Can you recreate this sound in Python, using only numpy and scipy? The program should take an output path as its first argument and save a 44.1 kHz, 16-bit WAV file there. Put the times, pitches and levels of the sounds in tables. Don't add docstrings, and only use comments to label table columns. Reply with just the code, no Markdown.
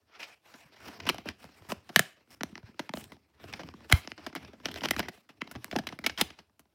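import sys
import numpy as np
from scipy import signal
from scipy.fft import rfft, irfft, next_fast_len
from scipy.io import wavfile

SR = 44100
rng = np.random.default_rng(int(sys.argv[2]) if len(sys.argv) > 2 else 0)


def store_pcm(level_fs):
    pcm = np.round(np.clip(level_fs, -1, 1) * 32767).astype(np.int16)
    wavfile.write(sys.argv[1], SR, np.atleast_2d(pcm).T)


N = 297454
TIME_S = np.arange(N) / SR

# freq_hz, density_db
AIR_SPECTRUM = [(20, -25.5), (110, 1), (260, -12), (600, -2.5), (2000, -18.5), (5500, -18), (7000, -21.5),
                (16000, -21.5)]
FRICTION_SPECTRUM = [(200, -12.5), (400, -3), (700, 2.5), (1100, 0.5), (1800, 0), (2600, 0), (3600, -6.5),
                     (5600, -6.5), (6600, -26.5), (9000, -43.5)]
TREBLE_SPECTRUM = [(4500, -19), (6500, 0), (8000, 0.5), (11000, -2.5), (14500, -2), (17000, -7.5)]
RUMBLE_SPECTRUM = [(20, -39), (42, -20), (70, 12), (110, 8), (180, -0.5), (280, 3.5), (420, -3.5),
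                   (900, -43.5)]
# time_s, level_db
HAND_EFFORT = [(0.0, -75.5), (0.52, -77), (1.12, -57), (1.43, -61.5), (1.9, -65), (2.07, -73), (2.31, -74),
               (2.5, -68), (2.95, -67), (3.34, -69), (3.64, -61), (4.56, -62.5), (4.9, -44), (5.22, -72),
               (5.89, -56), (6.2, -68), (6.4, -74.5), (6.74, -78)]
# start_s, end_s, friction_db, treble_rel_db, rumble_db
RUB_STROKES = [(0.123, 0.22, -57, -28, -87), (0.204, 0.34, -57.5, -13, -85),
               (0.466, 0.658, -58.5, -11.5, -76), (0.73, 0.787, -57, -19.5, -80),
               (0.833, 0.974, -50.5, -16, -52.5), (0.993, 1.186, -55.5, -27, -51),
               (1.27, 1.306, -49.5, -23, -52), (1.397, 1.475, -55.5, -13.5, -59),
               (1.48, 1.68, -61, -9.5, -66), (1.718, 1.78, -59, -12, -58.5), (1.847, 1.925, -67, -9, -65),
               (1.946, 2.086, -54.5, -8.5, -67), (2.163, 2.226, -69, -21, -76),
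               (2.298, 2.37, -72, -5.5, -64), (2.413, 2.546, -67, -11, -57.5),
               (2.548, 2.59, -62, -29.5, -57.5), (2.643, 2.698, -63, -30, -60.5),
               (2.796, 2.88, -58.5, -15, -60.5), (2.96, 3.059, -57.5, -7, -56.5),
               (3.102, 3.145, -61, -14.5, -57), (3.401, 3.577, -56, -16.5, -55),
               (3.628, 3.79, -64.5, -22, -57), (3.793, 3.884, -62.5, -27.5, -60.5),
               (3.928, 3.974, -43.5, -6.5, -46.5), (4.0, 4.102, -55.5, -14.5, -68),
               (4.23, 4.293, -54, -22, -55), (4.383, 4.53, -60.5, -23, -59.5),
               (4.65, 5.077, -55.5, -24, -47), (5.125, 5.18, -59.5, -8, -70), (5.44, 5.6, -62.5, -20, -56),
               (5.605, 5.658, -58.5, -13, -63), (5.716, 5.814, -58.5, -11, -54),
               (5.857, 5.958, -58.5, -32, -53), (5.996, 6.136, -63.5, -16, -53.5),
               (6.193, 6.25, -56, -7, -51.5), (6.278, 6.322, -57.5, -30, -60.5),
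               (6.372, 6.418, -64, -18.5, -65)]
# start_s, end_s, level_db, treble_rel_db, spot_hz
EDGE_SCRAPES = [(0.194, 0.245, -46, -18, 2480), (0.296, .35, -59, -18, 2420),
                (0.802, .95, -55.5, -14, 1450), (1.064, 1.1, -39.5, -20, 2780),
                (1.689, 1.729, -45.5, -6.5, 1060), (2.305, 2.349, -57.5, -5.5, 5320),
                (2.954, 3.015, -57, 2, 3040), (3.527, 3.531, -40, -15, 2470), (3.599, 3.62, -48, -24, 616),
                (3.914, 3.924, -26, -16, 1750), (4.648, 4.673, -44, -18, 2390),
                (4.772, 4.789, -43.5, -14.5, 3020), (4.835, 4.854, -38, -15, 2980),
                (4.933, 4.945, -41, -22.5, 2000), (4.978, 5.002, -41.5, -10, 2530),
                (5.022, 5.064, -49.5, -33, 2000), (5.409, 5.423, -43, -30.5, 2700),
                (6.184, 6.225, -35, -12, 3500)]
# freq_hz, width_hz, gain_db
PLASTIC_MODES = [(244, 160, 10.5), (646, 220, 6.5), (925, 260, 0.5), (1786, 1500, 5), (2970, 270, 3.5),
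                 (4036, 370, -4.5), (5037, 370, 3), (5670, 650, 3), (8870, 50, -4.5), (10740, 790, -4),
                 (12540, 290, -1.5), (14700, 560, 2.5)]
# start_s, snap_energy_db, thud_rel_db, tick_rel_db, rattle_t60_s, spot_hz
HARD_CONTACTS = [(0.2, -18, -15.5, -32, 0.15, 2500), (0.228, -13, -45, -28, 0.11, 2480),
                 (0.5389, -27.5, 0.5, -24, 0.051, 1580), (1.0008, -16.5, -8.5, -25, 0.023, 2640),
                 (1.053, -24.5, 4, -21, .023, 610), (1.0672, -11, 1.5, -17, 0.05, 950),
                 (1.0892, 2.5, -12.5, -11.5, .021, 2720), (1.096, -1.5, -4.5, -16, 0.023, 2360),
                 (1.144, -23.5, 5, -7, 0.025, 755), (1.1822, -20, 1.5, -13, 0.014, 690),
                 (1.256, -30, 18, -8, 0.049, 590), (1.2868, -10, -8, -18, 0.014, 2320),
                 (1.4417, -31, 8, -7, .0071, 544), (1.6989, -17.5, 1, -8, 0.081, 1240),
                 (1.7191, -11, 4, -14, 0.013, 585), (1.891, -24, 5.5, -13, 0.044, 930),
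                 (1.9605, 13.5, -13.5, -11, 0.014, 1890), (1.9927, 6, -7, -4, 0.012, 1790),
                 (2.4081, -17.5, 6.5, -29, 0.022, 2050), (2.4332, -8, -1.5, -7.5, 0.0014, 5720),
                 (2.5543, -20, -2, -36, 0.0086, 2080), (2.5782, -24, -2, -37.5, 0.0019, 950),
                 (2.793, -10.5, 2, -16.5, 0.023, 614), (2.8919, -17, 2, -20, 0.012, 880),
                 (2.9371, -14.5, 6, -16, 0.0079, 620), (2.9716, -19.5, 5, -23, 0.012, 597),
                 (3.0405, -26.5, -15, -1.5, 0.0058, 3280), (3.1192, -25.5, 2, -16, .023, 2020),
                 (3.4396, -29, 8.5, -23, 0.013, 664), (3.5357, -12, -8.5, -24, 0.031, 2430),
                 (3.5929, -21.5, 6, -24, 0.091, 560), (3.633, -25, 1.5, -23, 0.019, 940),
                 (3.6879, -25.5, 2, -34.5, .002, 1210), (3.7384, -36, 15, -16.5, 0.016, 1025),
                 (3.8979, -19, 4.5, -8, 0.036, 2920), (3.9242, 11.5, -15, -12, 0.0085, 2090),
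                 (4.0743, -16, -3, -33, 0.0082, 1900), (4.1175, -14.5, -8.5, -46, .006, 2000),
                 (4.177, -24.5, 1.5, -32, 0.074, 596), (4.264, -13.5, 1, -15, 0.033, 626),
                 (4.3274, -31, 6.5, -26, 0.029, 2070), (4.351, -17.5, 5.5, -4.5, 0.025, 2200),
                 (4.359, -14, -1.5, -20, 0.064, 2250), (4.4483, -28, -12.5, -32, 0.014, 5300),
                 (4.5311, -34.5, 10.5, -17.5, 0.069, 546), (4.6558, -4, -8.5, -21, 0.0088, 3020),
                 (4.6845, -16.5, -2, -22.5, 0.03, 3140), (4.713, -18, -26, -12, 0.025, 3200),
                 (4.7416, -17, -17, -12, 0.0042, 2340), (4.7584, -15.5, -3.5, -21, 0.039, 600),
                 (4.8074, -17.5, -17, -28, 0.016, 3130), (4.835, -9, -0.5, -22, 0.024, 615),
                 (4.8479, -8, -1, -19, 0.051, 2750), (4.8564, -7, -2.5, -19, 0.0084, 3280),
                 (4.8856, -10, -12, -13, 0.018, 1520), (4.908, 1.5, -8.5, -7.5, 0.016, 2030),
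                 (4.9637, -12.5, 1, -15, 0.013, 1530), (4.9863, -22, 7, -11, 0.0058, 1660),
                 (4.9934, -7, 2.5, -5.5, 0.011, 1590), (5.0005, -8, -1.5, -29, 0.023, 1600),
                 (5.0275, -18.5, -3, -33, 0.04, 2050), (5.0837, -14, -0.5, -12, .032, 1980),
                 (5.29, -28, -1, -15.5, 0.086, 2830), (5.4173, -9.5, -2.5, -33, 0.0051, 2120),
                 (5.4738, -26, -3, -23, 0.015, 3820), (5.512, -21.5, -2, -3, 0.043, 1490),
                 (5.552, -29.5, 14, -13.5, .01, 620), (5.558, -23.5, 3, -28, 0.025, 790),
                 (5.644, -15, -9, -2, .003, 1100), (5.7122, -15, -10, -19, .023, 3660),
                 (5.7257, -19.5, 9.5, -22, 0.038, 634), (5.7541, -26.5, 22.5, -14, 0.055, 620),
                 (5.7612, -7, 4, -16.5, 0.014, 830), (5.786, -11, 4, -14, 0.028, 630),
                 (5.869, -9, -9.5, -15, 0.025, 3920), (5.8885, -16, -22, -20, 0.018, 2160),
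                 (5.924, -23, 7, -33, 0.044, 2990), (5.9889, -19.5, 1, -13, 0.011, 2280),
                 (6.0395, -10.5, -7, -22, 0.058, 2120), (6.0627, 3.5, -14, -12, 0.03, 2180),
                 (6.0956, -10, -11.5, -40, 0.024, 1650), (6.1754, -9, -11, -21.5, 0.1, 3300),
                 (6.2114, 4.5, -10, -5.5, 0.017, 3700), (6.3035, -23.5, -5, -22, 0.017, 2280),
                 (6.3876, -26, -2.5, -23, 0.054, 1000), (6.593, -37, 3.5, 3, 0.049, 4260)]
# low_hz, high_hz
CLICK_BANDS = [(135, 445), (450, 1533), (1400, 5360), (6000, 14900)]
# start_s, level_db, pitch_hz, t60_s
SOFT_BUMPS = [(0.649, -46.5, 150, 0.041), (0.835, -52, 121.5, .06), (1.009, -46, 200, .03),
              (1.117, -40, 70, 0.055), (1.29, -44, 80.5, 0.053), (1.604, -44.5, 98, 0.083),
              (1.683, -32, 166, 0.03), (2.522, -33, 210, 0.04), (2.628, -33.5, 105.8, 0.052),
              (2.689, -35.5, 230, 0.022), (3.058, -41, 180, 0.031), (3.443, -44, 114, 0.065),
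              (3.526, -40, 107, .05), (3.633, -36, 163, 0.07), (3.742, -43.5, 185, .04),
              (3.923, -5, 83, 0.062), (3.924, -13, 125, 0.05), (5.553, -36.5, 121, 0.15),
              (5.793, -29.5, 138, 0.044), (6.104, -45, 107, 0.044), (6.213, -17, 196, 0.031)]
# freq_hz, band_gain_db
ROOM_GAINS = [(120, -15), (300, -21), (700, -17.5), (1400, -21), (2600, -17.5), (5000, -20.5), (9000, -19),
              (15000, -23.5)]
# freq_hz, t60_s
ROOM_DECAYS = [(120, .28), (1400, .29), (2600, .32), (5000, .3), (9000, .25), (15000, .21)]


def from_db(db):
    return 10 ** (np.asarray(db) / 20)


def unit_rms(x):
    return x / np.sqrt(np.mean(x ** 2) + 1e-20)


def at_hz(table, hz):
    table = np.array(table)
    return np.interp(np.log(hz + 1e-9), np.log(table[:, 0]), table[:, 1])


def coloured(x, spectrum):
    size = next_fast_len(N)
    hz = np.arange(size // 2 + 1) * SR / size
    return unit_rms(irfft(rfft(x, size) * from_db(at_hz(spectrum, hz)), size)[:N])


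def band(x, low_hz, high_hz, order=2):
    return signal.sosfilt(signal.butter(order, [low_hz, high_hz], "band", fs=SR, output="sos"), x)


def resonance(x, hz, width_hz):
    radius = np.exp(-np.pi * width_hz / SR)
    feedback = [1, -2 * radius * np.cos(2 * np.pi * hz / SR), radius ** 2]
    return (1 - radius ** 2) / 2 * signal.lfilter([1, 0, -1], feedback, x + 1e-18)


def add(out, start_s, sound):
    i = round(start_s * SR)
    out[i:i + len(sound)] += sound[:N - i]


def wander(per_s):
    steps = rng.standard_normal(1000)
    return np.interp(TIME_S * per_s, np.arange(len(steps)), steps)


def air(level_db=-81):
    return from_db(level_db) * coloured(rng.standard_normal(N), AIR_SPECTRUM)


def effort_db(time_s):
    return np.interp(time_s, *np.transpose(HAND_EFFORT))


def rub_gains(arch_db=3, rise_db_per_s=379.5, fall_db_per_s=319.5, resting_rel_db=(-7.5, -23.5, -3)):
    levels_db = effort_db(TIME_S) + np.array(resting_rel_db)[:, None]
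    for start_s, end_s, friction_db, treble_rel_db, rumble_db in RUB_STROKES:
        peak_db = np.array([[friction_db], [friction_db + treble_rel_db], [rumble_db]])
        off_centre = np.clip(2 * (TIME_S - start_s) / (end_s - start_s) - 1, -1, 1)
        before_db = rise_db_per_s * np.maximum(start_s - TIME_S, 0)
        after_db = fall_db_per_s * np.maximum(TIME_S - end_s, 0)
        levels_db = np.maximum(levels_db, peak_db - arch_db * off_centre ** 2 - before_db - after_db)
    return from_db(levels_db)


def slips(per_s, spread_db):
    sizes = from_db(spread_db * np.minimum(rng.exponential(1, N), 4))
    return unit_rms((rng.random(N) < per_s / SR) * sizes * rng.choice([-1, 1], N))


def moving_contact(force, depth_db, per_s, bands=30):
    edges_hz = np.append(40, np.geomspace(150, 17000, bands))
    return sum((-1) ** k * band(force, *edges_hz[k:k + 2]) * from_db(depth_db * wander(per_s))
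               for k in range(bands))


def sliding(grain=0.4, scuff_db=3.5):
    friction, treble, rumble = rub_gains()
    grip = from_db(scuff_db * wander(per_s=77))
    force = grip * (rng.standard_normal(N) + grain * slips(per_s=700, spread_db=4.5))
    force = moving_contact(force, depth_db=3.5, per_s=26)
    return (friction * coloured(force, FRICTION_SPECTRUM)
            + treble * coloured(force, TREBLE_SPECTRUM)
            + rumble * coloured(force, RUMBLE_SPECTRUM))


def taps(count=45, above_effort_db=22, thud_rel_db=9, tick_rel_db=-18.5, t60_s=0.015, centre_hz=750):
    start_s = (np.arange(count) + rng.random(count)) / count * N / SR
    scatter_db, detune = rng.standard_normal((2, count))
    snap_db = effort_db(start_s) + above_effort_db + scatter_db
    spot_hz = centre_hz * 2 ** (detune / 2)
    columns = np.broadcast_arrays(start_s, snap_db, thud_rel_db, tick_rel_db, t60_s, spot_hz)
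    return np.column_stack(columns)


def case_ring(force, offsets_db):
    return force + sum(from_db(gain_db + offset_db) * resonance(force, hz, width_hz)
                       for (hz, width_hz, gain_db), offset_db in zip(PLASTIC_MODES, offsets_db))


def scrapes(ramp_s=0.0054, hiss=0.6, spot_db=7, spot_q=9):
    force = slips(per_s=1800, spread_db=3) + hiss * rng.standard_normal(N)
    body = coloured(case_ring(force, np.zeros(len(PLASTIC_MODES))), FRICTION_SPECTRUM)
    treble = coloured(force, TREBLE_SPECTRUM)
    out = np.zeros(N)
    for start_s, end_s, level_db, treble_rel_db, spot_hz in EDGE_SCRAPES:
        gate = np.clip(np.minimum(TIME_S - start_s, end_s - TIME_S) / ramp_s + 0.5, 0, 1)
        creak = unit_rms(body + from_db(spot_db) * resonance(body, spot_hz, spot_hz / spot_q))
        out += from_db(level_db) * gate * (creak + from_db(treble_rel_db) * treble)
    return out


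def struck_spot(force, hz, gain=1.35, q=8.5):
    return force + gain * resonance(force, hz, hz / q)


def clicks(rattle=0.39, rise_s=0.00071, mode_spread_db=1.0, size=3000):
    start_s, snap_db, thud_rel_db, tick_rel_db, t60_s, spot_hz = np.vstack([HARD_CONTACTS, taps()]).T
    knock_rel_db = 0.75 * thud_rel_db - 1
    t = TIME_S[:size]
    draws = rng.standard_normal((len(start_s), size + len(PLASTIC_MODES)))
    noise, mode_scatter = draws[:, :size], draws[:, size:]
    micro_contacts = noise * np.abs(noise)
    decay = from_db(-60 * t / np.maximum(t60_s, 0.002)[:, None])
    force = rattle * micro_contacts * decay * (1 - np.exp(-t / rise_s))
    force[:, round(rise_s * SR)] += 1
    struck = np.array([struck_spot(row, hz) for row, hz in zip(force, spot_hz)])
    ringing = case_ring(struck, mode_spread_db * mode_scatter.T[:, :, None])
    sounds = 0
    for k, rel_db in enumerate([thud_rel_db, knock_rel_db, 0, tick_rel_db]):
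        part = band(ringing, *CLICK_BANDS[k], order=3)
        gain = from_db(snap_db + rel_db) / np.linalg.norm(part, axis=1)
        sounds = sounds + (-1) ** k * gain[:, None] * part
    out = np.zeros(N)
    for onset_s, sound in zip(start_s, sounds):
        add(out, onset_s, sound)
    return out


def thumps(contact_s=0.0027):
    out, t = np.zeros(N), TIME_S[:SR // 2]
    for start_s, level_db, pitch_hz, t60_s in SOFT_BUMPS:
        envelope = from_db(level_db - 60 * t / t60_s) * (1 - np.exp(-t / contact_s))
        add(out, start_s, envelope * np.sin(2 * np.pi * pitch_hz * t))
    return out


def room(x, build_s=0.0012, size=22050):
    t, tail = TIME_S[:size], 0
    build_up = 1 - np.exp(-(t / build_s) ** 2)
    edges_hz = np.geomspace(90, 17000, 14)
    for low_hz, high_hz in zip(edges_hz, edges_hz[1:]):
        centre_hz = np.sqrt(low_hz * high_hz)
        envelope = build_up * from_db(-60 * t / at_hz(ROOM_DECAYS, centre_hz))
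        noise = band(rng.standard_normal(size), low_hz, high_hz)
        tail = tail + from_db(at_hz(ROOM_GAINS, centre_hz)) * noise * envelope / np.linalg.norm(envelope)
    return signal.fftconvolve(x, tail)[:N]


def scene():
    handling = clicks() + scrapes() + sliding()
    return (air() + handling + room(handling) + thumps())[None]


def record(dry, lag_hz=180, allpasses=8, low_cut_hz=42, high_cut_hz=16100, ceiling=1.1):
    pole = np.exp(-2 * np.pi * lag_hz / SR)
    lagged = dry
    for _ in range(allpasses):
        lagged = signal.lfilter([-pole, 1], [1, -pole], lagged)
    low_cut = signal.butter(2, low_cut_hz, "high", fs=SR, output="sos")
    high_cut = signal.ellip(10, 0.2, 70, high_cut_hz, fs=SR, output="sos")
    rounded = ceiling * np.tanh(signal.sosfilt(low_cut, lagged) / ceiling)
    return signal.sosfilt(high_cut, rounded)


dry = scene()
out = record(dry)
store_pcm(out)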